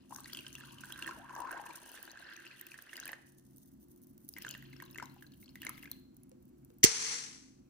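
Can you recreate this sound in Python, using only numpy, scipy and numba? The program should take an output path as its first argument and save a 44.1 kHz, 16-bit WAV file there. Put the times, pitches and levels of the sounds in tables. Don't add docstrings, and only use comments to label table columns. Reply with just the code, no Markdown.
import sys
import numpy as np
from scipy import signal
from scipy.fft import rfft, irfft, next_fast_len
from scipy.io import wavfile
from scipy.ndimage import uniform_filter1d
from numba import njit

SR = 44100
rng = np.random.default_rng(int(sys.argv[2]) if len(sys.argv) > 2 else 0)


def master_out(mix):
    frames = np.transpose(np.atleast_2d(mix))
    ceiling = np.clip(frames, -1, 1)
    pcm = np.round(ceiling * 32767).astype(np.int16)
    wavfile.write(sys.argv[1], SR, pcm)


N = 339349

# start in seconds, peak level in dB before pan and mug, starting pitch in Hz.
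PLOPS = [(0.108, -48.5, 865), (0.122, -46.5, 1015), (0.159, -49, 1480), (0.185, -44.5, 1120),
         (0.244, -45, 4360), (0.258, -42.5, 1930), (0.297, -48.5, 1990), (0.33, -40, 3300),
         (0.348, -37.5, 3090), (0.372, -39, 3170), (0.389, -38, 2830), (0.447, -52, 1580),
         (0.466, -38.5, 3100), (0.552, -40, 2790), (0.582, -50, 1760), (0.608, -45.5, 1720),
         (0.636, -46.5, 1430), (0.709, -54, 3100), (0.784, -46, 3040), (0.836, -41.5, 1484),
         (0.904, -44, 1530), (0.923, -37, 3240), (0.959, -44, 1610), (0.99, -43, 1490), (1.024, -34, 2800),
         (1.045, -45, 1510), (1.061, -37.5, 1800), (1.076, -31, 1790), (1.09, -36.5, 1060),
         (1.11, -38, 1380), (1.294, -44, 1430), (1.306, -47.5, 1030), (1.336, -48, 1000),
         (1.363, -37, 1010), (1.402, -38, 980), (1.419, -39, 980), (1.455, -52, 990), (1.472, -43, 1320),
         (1.493, -44, 1400), (1.509, -37.5, 1540), (1.527, -40.5, 1500), (1.528, -47, 633),
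         (1.576, -41, 975), (1.597, -39, 876), (1.597, -54, 3000), (1.638, -49, 1590), (1.662, -48, 940),
         (1.668, -51, 2570), (1.694, -43, 1070), (1.704, -46, 944), (1.708, -46.5, 2380),
         (1.746, -49, 1430), (1.946, -54, 1600), (1.975, -45, 1750), (2.053, -52.5, 4550),
         (2.077, -47, 1560), (2.098, -50.5, 3940), (2.107, -51, 4440), (2.173, -44.5, 1680),
         (2.19, -55, 4300), (2.223, -52, 1600), (2.322, -53, 1600), (2.352, -57, 1630), (2.362, -48, 2430),
         (2.39, -53, 1600), (2.45, -53, 2600), (2.466, -45.5, 2700), (2.512, -47.5, 2520),
         (2.61, -48, 1880), (2.668, -52, 2600), (2.717, -45, 2500), (2.742, -43.5, 1750),
         (2.788, -43.5, 1705), (2.878, -59, 1730), (2.893, -51, 2830), (2.931, -39, 1810),
         (2.956, -44, 2970), (2.977, -42, 1900), (2.992, -45, 1680), (3.013, -51, 2900), (3.028, -44, 1520),
         (3.035, -45, 3940), (3.056, -44, 1640), (3.067, -41, 1730), (3.079, -43, 2480), (3.091, -37, 1960),
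         (3.131, -35.5, 1810), (4.365, -40.5, 2060), (4.373, -47, 1970), (4.385, -46.5, 1900),
         (4.423, -56, 1790), (4.448, -36, 1710), (4.467, -38.5, 1470), (4.482, -41.5, 3140),
         (4.504, -42, 2940), (4.511, -44, 4400), (4.54, -44, 2780), (4.55, -41.5, 1850),
         (4.625, -48.5, 1920), (4.659, -61, 4200), (4.728, -57.5, 4100), (4.731, -49.5, 2100),
         (4.765, -55.5, 5400), (4.801, -42.5, 1870), (4.822, -48, 1600), (4.824, -48, 1040),
         (4.838, -54.5, 4200), (4.861, -54.5, 3860), (4.902, -55, 3800), (4.929, -58.5, 5300),
         (4.946, -51, 2640), (4.958, -43, 1840), (4.984, -36, 2060), (4.999, -39.5, 1430),
         (5.025, -39, 960), (5.026, -46, 1500), (5.036, -52, 5330), (5.0563, -52.5, 3900),
         (5.0975, -59, 4100), (5.164, -57, 810), (5.224, -47.5, 1700), (5.266, -56, 4080),
         (5.3203, -58, 4320), (5.337, -59, 3100), (5.428, -55.5, 2170), (5.443, -60, 4160),
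         (5.459, -54.5, 4440), (5.48, -56, 3120), (5.4912, -52.5, 4300), (5.556, -42.5, 1960),
         (5.618, -41, 2870), (5.631, -41, 1830), (5.649, -42, 1740), (5.667, -30.5, 2110),
         (5.692, -40, 1284), (5.778, -48.5, 2110), (5.827, -50, 2700), (5.833, -45, 2060),
         (5.856, -44.5, 2100), (5.875, -52, 1660), (5.915, -43, 4230)]
# start in seconds, starting level in dB, pitch in Hz.
LINGERING_ECHOES = [(3.14, -65, 1825), (5.92, -69, 4110)]
# pitch in Hz, spread in Hz, relative level in dB, left minus right in dB.
BIG_BUBBLES = [(550, 9.9, -4.5, -1), (750, 100, -6.5, 19)]
# pitch in Hz, spread in Hz, relative level in dB, left minus right in dB.
MIDDLE_BUBBLES = [(960, 60, -1.5, 13), (1024, 63, -0.54, 2)]
# pitch in Hz, spread in Hz, relative level in dB, left minus right in dB.
SMALL_BUBBLES = [(1600, 263, 12, 7), (1900, 150, -7, -4.5), (2700, 300, 14, 13.5), (2930, 330, 15.5, -11.5),
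                 (4160, 540, 16, 12.5)]
# starting pitch in Hz, spread in Hz, relative level in dB,
# left minus right in dB.
BURBLE = [(1430, 98, 6.5, -4), (1500, 230, -6, -8)]
# time in seconds, gain of big bubbles, of middle bubbles and of burble, all in dB.
GURGLE = [(0.09, -83, -93, -106), (0.125, -86, -53, -70), (0.25, -96, -101, -74), (0.69, -101, -66.5, -77),
          (1.02, -100, -68, -59.5), (1.18, -57.5, -58, -66), (1.25, -86, -59.5, -62.5),
          (1.4, -58.5, -47, -61), (1.54, -61, -54, -55), (1.75, -68.5, -65, -67.5),
          (2.0, -63.5, -75, -63.5), (2.3, -75, -87, -57.5), (2.55, -101, -102, -68.5),
          (3.1, -63, -92, -68.5), (3.17, -72, -89, -79), (3.42, -104, -99, -95)]
# time in seconds, gain of small bubbles in dB, gain of spray and foam in dB.
FLOW = [(0.0, -74.5, -84), (0.13, -83.5, -51.5), (0.3, -66.5, -53.5), (0.7, -67, -58.5), (1.1, -66.5, -53),
        (1.31, -77.5, -68.5), (1.54, -72.5, -54.5), (1.94, -65.5, -53.5), (2.29, -63.5, -70.5),
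        (2.85, -71.5, -54.5), (3.08, -62, -63), (3.21, -86, -62), (3.4, -103.5, -65.5), (4.25, -109, -73.5),
        (4.42, -65, -58), (4.6, -71, -73), (4.9, -73, -69.5), (5.04, -80, -73), (5.2, -76, -68),
        (5.5, -88, -68), (5.68, -65, -76), (5.8, -72, -63), (5.96, -78, -69), (6.07, -106, -95),
        (6.7, -110, -77), (6.9, -110, -100)]
# time of lowest pitch in seconds,
# pitch in Hz to which the last middle voice sinks, climb back in seconds.
POCKETS = [(1.178, 553, 0.076), (1.53, 643, 0.047), (1.601, 810, 0.057), (1.806, 834, 0.1)]
# pitch in Hz, left minus right in dB.
MUG_PAN = [(880, 4), (1020, 6.5), (1500, -1), (1900, -6.5), (2150, 8.5), (2800, 1), (3200, -5.5),
           (4300, 7.5), (6200, 17), (8000, -5.5), (16000, 1.5)]
# centre in Hz, width in Hz, gain in dB.
MUG_RESONANCES = [(1000, 200, -10), (1590, 100, -3), (2700, 260, -3), (4120, 120, -5)]
# centre in Hz, width in Hz, gain in dB.
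SLOSH = [(334.4, 18, -7), (370, 140, -18), (604, 130, -13)]
# frequency in Hz, relative density in dB per Hz.
SPLASH_SPECTRUM = [(300, -44), (650, -8.5), (1000, 3.5), (1250, 3), (1580, 4.5), (2200, -8), (2750, 1.5),
                   (3500, -6.5), (4200, -3.5), (7000, -1), (16000, -21.5)]
# start in seconds, tone peak in dB before pan, pitch in Hz.
TICKS = [(0.147, -44, 6130), (0.1616, -36.5, 6140), (0.205, -41, 8100), (0.333, -35, 4630),
         (0.371, -37.5, 8350), (0.407, -45, 14000), (0.481, -43, 8850), (0.505, -55, 11000),
         (0.5288, -44.5, 6300), (0.553, -43, 6200), (0.602, -45, 8200), (0.8564, -45, 7660),
         (0.9234, -37.5, 10000), (1.023, -42.5, 8700), (1.0676, -38, 9350), (1.352, -44, 6160),
         (1.392, -53, 6160), (1.404, -41.5, 9100), (1.515, -38, 9500), (1.759, -45, 13000),
         (1.879, -50, 9700), (1.917, -42, 14200), (1.942, -45, 9820), (2.028, -36.5, 15300),
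         (2.052, -47, 14800), (2.116, -46.5, 6300), (2.336, -53, 5200), (2.3654, -47.5, 6190),
         (2.4, -56, 6450), (2.476, -49, 4370), (2.5965, -46, 14300), (2.6126, -36.5, 13600),
         (2.667, -37.5, 14500), (2.8227, -41, 13700), (2.968, -36, 4730), (3.0003, -36, 6200),
         (3.0555, -35, 9060), (3.0777, -37, 11000), (3.1178, -39, 13000), (3.5624, -53, 8900),
         (3.57, -51, 14100), (3.582, -48, 13400), (3.676, -59, 14200), (3.8287, -53, 14100),
         (3.961, -53.5, 14700), (4.0176, -56, 11100), (4.07, -53, 14500), (4.1787, -49.5, 15100),
         (4.2481, -53, 14400), (4.281, -51, 14500), (4.2895, -34, 11000), (4.338, -42.5, 5000),
         (4.384, -37, 14200), (4.422, -42, 5270), (4.465, -46, 6600), (4.49, -37, 6840),
         (4.5101, -35.5, 6570), (4.5773, -48, 13300), (4.624, -54, 13100), (4.823, -40, 14300),
         (4.911, -46, 14700), (4.946, -49, 14100), (4.9776, -42.5, 6700), (5.026, -48, 5260),
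         (5.057, -49, 6660), (5.556, -45, 14100), (5.618, -38, 14500), (5.6498, -37.5, 10600),
         (5.6673, -40.5, 6300), (5.6933, -30, 11000), (5.828, -47.5, 10900), (5.9146, -31, 14200),
         (5.9972, -58, 13900), (6.145, -61.5, 14400), (6.167, -49.5, 14500), (6.2337, -51, 10750),
         (6.294, -55, 10200), (6.454, -59, 13500), (6.648, -51, 14000), (6.7849, -53.5, 13600)]
# pitch in Hz, spread in Hz, relative level in dB, left minus right in dB.
FOAM = [(4630, 2600, -4, 24), (6190, 460, -12, 9), (9500, 510, -6.5, -16.5), (9700, 4700, -12, -22),
        (14200, 500, 4, 3), (14500, 370, 11.5, 3.5)]
# frequency in Hz, relative density in dB per Hz.
SPRAY_SPECTRUM = [(2060, -41), (3500, -7.5), (4340, -9), (5660, -2.5), (6280, 2.5), (7240, -8.5), (8740, 2),
                  (11000, 5), (12100, 0), (13400, 7), (14400, 14), (15300, 5), (16500, -30.5)]
# start in seconds, peak level in dB, pitch in Hz.
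TAPS = [(6.316, -55, 513), (6.703, -59.5, 471)]
# blow in seconds, gain in dB.
BLOWS = [(6.8382, -12.5), (6.8401, -7), (6.8468, -13.5)]
# frequency in Hz, relative density in dB per Hz.
CLATTER_SPECTRUM = [(290, -48.5), (500, -15.5), (1370, -53), (1980, -6.5), (2320, -14), (3400, -13.5),
                    (3710, -22), (4360, -11), (5670, -11), (10000, -10.5), (12000, -19.5), (12500, -23.5),
                    (13200, -27), (14900, -17.5), (16500, -40.5)]
# centre in Hz, width in Hz, relative level in dB.
SQUEAK = [(5900, 270, -2.5), (2050, 130, -12.5), (3000, 300, -14.5)]
# frequency in Hz, relative response in dB.
THUD_SPECTRUM = [(18, -45), (30, -12.5), (55, -19.5), (120, -5), (200, -5), (370, -1), (450, -5),
                 (500, -31), (680, -45), (1140, -95)]
# pitch in Hz, peak level in dB, 60 dB decay in seconds.
KETTLE_MODES = [(470, -74, .9), (1960, -58, 0.34), (5930, -37.5, .2), (6330, -57, .2), (14300, -70, 0.92)]
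# centre in Hz, width in Hz, level in dB before colouring.
KETTLE_BANDS = [(14150, 200, -5.5), (2056, 280, -16), (4400, 300, -12.5), (5360, 300, -19.5),
                (5750, 200, -9.5), (6300, 190, -9), (7510, 120, -13.5)]
# time in seconds, gain in dB.
HISS_LEVEL = [(6.85, -16), (6.88, -31.5), (6.934, -37), (7.132, -36.5), (7.3, -50.5), (7.466, -64),
              (7.6, -78.5), (7.69, -90.5)]
# frequency in Hz, relative density in dB per Hz.
HISS_SPECTRUM = [(240, -36), (400, -8.5), (453, 2), (546, -19), (899, -6), (2150, -2.5), (3760, -4),
                 (5220, 0), (5730, -0.5), (10200, -7.5), (11200, -21), (11900, -76), (13100, -32),
                 (14600, -29), (16500, -97)]
# time in seconds, gain in dB.
HUM_LEVEL = [(0.0, -59.5), (1.26, -58.5), (1.37, -63), (1.88, -68.5), (2.87, -69.5), (3.45, -62.5),
             (3.62, -61), (4.45, -58.5), (5.01, -56.5), (5.16, -58.5), (5.72, -57), (6.3, -59.5),
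             (7.69, -61.5)]
# pitch in Hz, width in Hz, level in dB relative to the rumble.
HUM_TONES = [(62, 8, -12), (134.5, 2.5, -5), (200, 10, -12), (263, 2.5, -6)]
# frequency in Hz, relative density in dB per Hz.
RUMBLE_SPECTRUM = [(12, -31), (25, -15), (55, -19.5), (100, -7.5), (140, -8.5), (250, -0.5), (320, -4),
                   (450, -25), (600, -60)]
# pitch in Hz, width in Hz, level in dB.
STEADY_TONE = (354, 2.4, -71)
# frequency in Hz, relative density in dB per Hz.
AIR_SPECTRUM = [(160, -22), (280, -15), (467, -16.5), (728, -20), (1010, -26.5), (2400, -37.5),
                (7400, -35.5), (10800, -41), (12100, -42), (13900, -36.5), (16500, -44.5)]

MUG_LAG, SPRAY_LAG, KETTLE_LAG, HUM_LAG, HISS_LAG = 2, 4, -31, -30, 22
PAN_SCATTER_DB = 2.5

BIG_UNDER_SMALL_DB, MIDDLE_UNDER_SMALL_DB = -28, -19
MIDDLE_CYCLES = 20
SMALL_RUSH_GAIN, BURBLE_RUSH_GAIN = .65, .5
CLUMP_S, CLUMP_DB = .05, 2
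POCKET_FALL_S = 0.018
FILL_RISE_PER_S = 0.077
PLOP_T60_S, PLOP_CYCLES = 0.008, 16
TRAIL_S, TRAIL_SPREAD, TRAIL_DB = .02, .22, -10
OVERTONE_DB, SPLASH_DB = -9, -13
ECHO_WIDTH_HZ, ECHO_T60_S = 90, .6

FLURRY_S, FLURRY_DB, CLICK_SCATTER_DB = .025, 4.5, 5
FOAM_RESTS_DB = -99
FIZZ_DB, CLICK_DB = -14.5, -5
FOAM_TOP_HZ, FOAM_DULL_DB, FOAM_CLEAR_S = 11000, -14, 3.84

BLOW_FADE_S, CLATTER_PAN_DB = 0.0034, -3.5
SQUEAK_S, SQUEAK_RISE_S, SQUEAK_HOLD_S, SQUEAK_FADE_S, SQUEAK_DB = 6.828, 0.0062, 0.0034, 0.0015, -16.5
THUD_S, THUD_PEAK_DB, THUD_TURN_RAD = 6.842, -10, -1.9
HISS_PAN_DB, SPUTTER_S, SPUTTER_DB = 3.5, .006, 1

AIR_DB, AIR_ALIKE = -75.5, .35
ROOM_DB, ROOM_T60_S, ROOM_DULL_HZ = -14, .5, 4550
CEILING, TOP_HZ = .75, 16600


def bubbles():
    big, middle, burble, small = stream_swarms()
    plops = single_plops() + lingering_echoes()
    s, db, _ = np.transpose(PLOPS)
    splash = bursts(s, db + SPLASH_DB, 0.0047, SPLASH_SPECTRUM, MUG_LAG)
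    water = big + middle + burble + small + plops + splash
    in_mug = sum(undb(db) * resonate(water, hz, width) for hz, width, db in MUG_RESONANCES)
    surge = uniform_filter1d(np.abs(small[0] + plops[0]), size=900)
    shake = sum(undb(db) * pair(lambda: waver(hz, width), HUM_LAG, 0.96) for hz, width, db in SLOSH)
    return water + in_mug + surge * shake


def stream_swarms():
    flow = undb(curve(FLOW, 1))
    big_gain = np.hypot(undb(curve(GURGLE, 1)), undb(BIG_UNDER_SMALL_DB) * flow)
    middle_gain = np.hypot(undb(curve(GURGLE, 2)), undb(MIDDLE_UNDER_SMALL_DB) * flow)
    big = big_gain * swarm(BIG_BUBBLES, 3.6, 0.0029, MUG_LAG, 0.17, count=1000)
    middle = middle_gain * swarm(MIDDLE_BUBBLES, MIDDLE_CYCLES, 0.013, MUG_LAG, 0.065, count=1800,
                                 bend=pocket_bend())
    clumps = undb(CLUMP_DB * chance_walk(CLUMP_S))
    small = clumps * flow * swarm(SMALL_BUBBLES, 22, 0.0076, MUG_LAG, SMALL_RUSH_GAIN, count=4500)
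    filling = 1 + FILL_RISE_PER_S * np.arange(N) / SR
    burble = swarm(BURBLE, 22, 0.0011, MUG_LAG, BURBLE_RUSH_GAIN, count=4000, bend=filling)
    burble = clumps * undb(curve(GURGLE, 3)) * burble
    return big, middle, burble, small


def pocket_bend():
    now, bend = np.arange(N) / SR, np.ones(N)
    for s, hz, climb_s in POCKETS:
        depth = np.interp(now, [s - POCKET_FALL_S, s, s + climb_s], [0, 1, 0])
        bend = bend - depth * (1 - hz / MIDDLE_BUBBLES[-1][0])
    return bend


def single_plops():
    s, db, hz = np.transpose(PLOPS)
    t60 = PLOP_T60_S + PLOP_CYCLES / hz
    plops = grains(s, db, hz, t60, side_db(hz), MUG_LAG, 0.00045, 0.0077)
    for late, off, size in rng.random((2, 3, len(s))):
        near = hz * (1 + TRAIL_SPREAD * (2 * off - 1))
        trail_db = db + TRAIL_DB - 8 * size
        plops = plops + grains(s + TRAIL_S * late, trail_db, near, t60, side_db(near), MUG_LAG, 0.0013, 0.049)
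    high = hz * (1.3 + .6 * rng.random(len(s)))
    return plops + grains(s, db + OVERTONE_DB, high, t60 / 2, side_db(high), MUG_LAG, 0.00013, .1)


def lingering_echoes():
    now, total = np.arange(N) / SR, 0
    for s, db, hz in LINGERING_ECHOES:
        fade = (now >= s) * 1000 ** (-np.maximum(now - s, 0) / ECHO_T60_S)
        total = total + undb(db) * fade * pair(lambda: waver(hz, ECHO_WIDTH_HZ), MUG_LAG, 0.45)
    return total


def spray():
    flurries = undb(FLURRY_DB * np.clip(chance_walk(FLURRY_S), -2, 1.3))
    pops = swarm(FOAM, 29, 0.00049, SPRAY_LAG, 0.13, count=5000)
    pops = pops / (1 + undb(FOAM_RESTS_DB - curve(FLOW, 1)))
    when_s, big = rng.random(1500) * N / SR, rng.standard_normal(1500)
    click_db = CLICK_SCATTER_DB * np.clip(big, -3, 2)
    clicks = unit(bursts(when_s, click_db, 0.005, SPRAY_SPECTRUM, SPRAY_LAG))
    bed = undb(FIZZ_DB) * pair(lambda: noise(SPRAY_SPECTRUM), SPRAY_LAG, .5)
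    foam = undb(curve(FLOW, 2)) * unit((0.2 * pops + clicks) * flurries + bed)
    top = signal.sosfiltfilt(signal.butter(3, FOAM_TOP_HZ, "high", fs=SR, output="sos"), foam)
    top_db = np.interp(np.arange(N) / SR, [FOAM_CLEAR_S - .6, FOAM_CLEAR_S], [FOAM_DULL_DB, 0])
    foam = foam - top * (1 - undb(top_db))
    s, db, hz = np.transpose(TICKS)
    tones = grains(s, db, hz, np.full(len(s), .005), side_db(hz), SPRAY_LAG, 0.000077, 0.)
    return foam + tones + bursts(s, db + CLICK_DB, 0.0025, SPRAY_SPECTRUM, SPRAY_LAG)


def taps():
    s, db, hz = np.transpose(TAPS)
    notes = grains(s, db, hz, np.full(len(s), .08), 0 * s, KETTLE_LAG, .002, 0.)
    return notes + bursts(s, db - 2.0, 0.0015, SPLASH_SPECTRUM, KETTLE_LAG)


def knock():
    hz, db, t60 = np.transpose(KETTLE_MODES)
    modes = grains(np.full(len(hz), 6.84), db, hz, t60, 0 * hz, KETTLE_LAG, .002, 0.)
    return clatter() + squeak() + thud() + modes


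def clatter():
    now, force = np.arange(N) / SR, 0
    for s, db in BLOWS:
        force = force + undb(db) * (now >= s) * np.exp(-np.maximum(now - s, 0) / BLOW_FADE_S)
    rattle = pair(lambda: unit(colour(kettle_noise(), CLATTER_SPECTRUM)), KETTLE_LAG, 0.22)
    return force * pan_gain(CLATTER_PAN_DB) * rattle


def squeak():
    after = np.arange(N) / SR - SQUEAK_S
    fading = np.maximum(after - SQUEAK_RISE_S - SQUEAK_HOLD_S, 0)
    rub = np.clip(after / SQUEAK_RISE_S, 0, 1) ** 3 * np.exp(-fading / SQUEAK_FADE_S)
    bands = pair(lambda: sum(undb(db) * waver(hz, width) for hz, width, db in SQUEAK), HISS_LAG, 0.21)
    return undb(SQUEAK_DB) * rub * bands


def thud():
    blow = 1. * (np.arange(N) == int(THUD_S * SR))
    low = colour(blow, THUD_SPECTRUM)
    low = signal.hilbert(low / np.abs(low).max(), next_fast_len(N))[:N]
    turned = [low * np.exp(-.5j * THUD_TURN_RAD), low * np.exp(.5j * THUD_TURN_RAD)]
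    return undb(THUD_PEAK_DB) * np.real(turned)


def kettle_noise():
    return rng.standard_normal(N) + sum(undb(db) * waver(hz, width) for hz, width, db in KETTLE_BANDS)


def hiss():
    rise = np.clip((np.arange(N) / SR - 6.845) / 0.029, 0, 1)
    gain = undb(curve(HISS_LEVEL, 1)) * pan_gain(HISS_PAN_DB) * rise
    sputter = undb(SPUTTER_DB * chance_walk(SPUTTER_S))
    return gain * sputter * pair(lambda: unit(colour(kettle_noise(), HISS_SPECTRUM)), HISS_LAG, 0.18)


def hum():
    def low():
        return unit(noise(RUMBLE_SPECTRUM) + sum(undb(db) * waver(hz, width) for hz, width, db in HUM_TONES))
    hz, width, db = STEADY_TONE
    steady = undb(db) * pair(lambda: waver(hz, width), HUM_LAG, 1.0)
    air = undb(AIR_DB) * pair(lambda: noise(AIR_SPECTRUM), HUM_LAG, AIR_ALIKE)
    return undb(curve(HUM_LEVEL, 1)) * pair(low, HUM_LAG, 0.97) + steady + air


def room(x):
    t = np.arange(SR) / SR
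    tail = rng.standard_normal((2, SR)) * 1000 ** (-t / ROOM_T60_S) * np.clip(t / 0.0029, 0, 1)
    tail = signal.lfilter(*signal.butter(1, ROOM_DULL_HZ, fs=SR), tail)
    tail = tail / np.sqrt(np.sum(tail ** 2, axis=1, keepdims=True))
    return undb(ROOM_DB) * signal.fftconvolve(x, tail, axes=1)[:, :N]


def swarm(pitches, cycles, rise_s, lag, rush, count, bend=None):
    when, which = rng.random((count, 2)).T
    off, pan, place, big = rng.standard_normal((count, 4)).T
    hz, spread_hz, db, pan_db = np.array(pitches)[(which * len(pitches)).astype(int)].T
    hz = np.clip(hz + spread_hz * off, .6 * hz, 16000)
    if bend is not None:
        hz = hz * bend[(when * N).astype(int)]
    size_db = db + 5 * np.clip(big, -3, 1.7)
    pan_db = pan_db + PAN_SCATTER_DB * pan
    lags = lag + (2 * place).astype(np.int64)
    single = unit(grains(when * N / SR, size_db, hz, cycles / hz, pan_db, lags, rise_s, 0.27))
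    dense = sum(undb(db) * pan_gain(pan_db) * pair(lambda: waver(hz, 2 * spread_hz), lag, 0.33)
                for hz, spread_hz, db, pan_db in pitches)
    return single + rush * unit(dense)


def grains(s, db, hz, t60, pan_db, lag, rise_s, glide):
    start, rise = (s * SR).astype(np.int64), np.exp(-1 / (rise_s * SR))
    fade_s = t60 / np.log(1000)
    top_s = rise_s * np.log(1 + fade_s / rise_s)
    size = undb(db) / (np.exp(-top_s / fade_s) * (1 - np.exp(-top_s / rise_s)))
    left = ring(N, start, hz, t60, size * undb(pan_db / 2), rise, glide)
    right = ring(N, np.maximum(start + lag, 0), hz, t60, size * undb(-pan_db / 2), rise, glide)
    return np.array([left, right])


@njit
def ring(length, start, hz, t60, size, rise, glide):
    out = np.zeros(length)
    for k in range(len(hz)):
        n = t60[k] * SR
        fade, step = 1000 ** (-1 / n), hz[k] / SR
        phase, gain, missing = 0., size[k], 1.
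        for i in range(start[k], min(start[k] + int(n), length)):
            out[i] += gain * (1 - missing) * np.sin(2 * np.pi * phase)
            phase += step * (1 + glide * (i - start[k]) / n)
            gain *= fade
            missing *= rise
    return out


def bursts(s, db, fade_s, points, lag):
    start = np.zeros(N)
    start[(s * SR).astype(int)] = undb(db)
    puffs = signal.lfilter([1], [1, -np.exp(-1 / (fade_s * SR))], start)
    return puffs * pair(lambda: noise(points), lag, 0.026)


def pair(make, lag, alike):
    shared, alike = make(), np.clip(alike, 0, 1)
    common = np.array([shared, np.roll(shared, lag)])
    own = np.array([make(), make()])
    return np.sqrt(alike) * common + np.sqrt(1 - alike) * own


def pan_gain(pan_db):
    return undb(pan_db * np.array([[.5], [-.5]]))


def side_db(hz):
    points = np.array(MUG_PAN)
    mug_db = np.interp(np.log(hz), np.log(points[:, 0]), points[:, 1])
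    return mug_db + PAN_SCATTER_DB * rng.standard_normal(len(hz))


def noise(points):
    return unit(colour(rng.standard_normal(N), points))


def colour(x, points):
    size = 4096
    hz, db = np.transpose(points)
    bin_hz = np.arange(size // 2 + 1) * SR / size
    log_gain = np.interp(np.log(bin_hz + 1), np.log(hz), db) * np.log(10) / 20
    cep = irfft(log_gain)
    cep[1:size // 2] *= 2
    cep[size // 2 + 1:] = 0
    return signal.oaconvolve(x, irfft(np.exp(rfft(cep))))[:N]


def waver(hz, width_hz):
    return unit(resonate(rng.standard_normal(N), hz, width_hz))


def resonate(x, hz, width_hz):
    return signal.lfilter(*signal.iirpeak(hz, hz / width_hz, fs=SR), x)


def chance_walk(hold_s):
    hold = int(hold_s * SR)
    steps = np.repeat(rng.standard_normal(N // hold + 1), hold)
    return uniform_filter1d(steps, hold // 4)[:N]


def curve(rows, column):
    rows = np.array(rows)
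    return np.interp(np.arange(N) / SR, rows[:, 0], rows[:, column])


def undb(db):
    return 10 ** (np.asarray(db) / 20)


def unit(x):
    return x / np.sqrt(np.mean(x ** 2))


def scene():
    near = bubbles() + spray() + taps()
    return near + room(near) + knock() + hiss() + hum()


def record(dry):
    rounded = CEILING * np.tanh(dry / CEILING)
    return signal.sosfilt(signal.ellip(10, .2, 80, TOP_HZ, fs=SR, output="sos"), rounded)


dry = scene()
out = record(dry)
master_out(out)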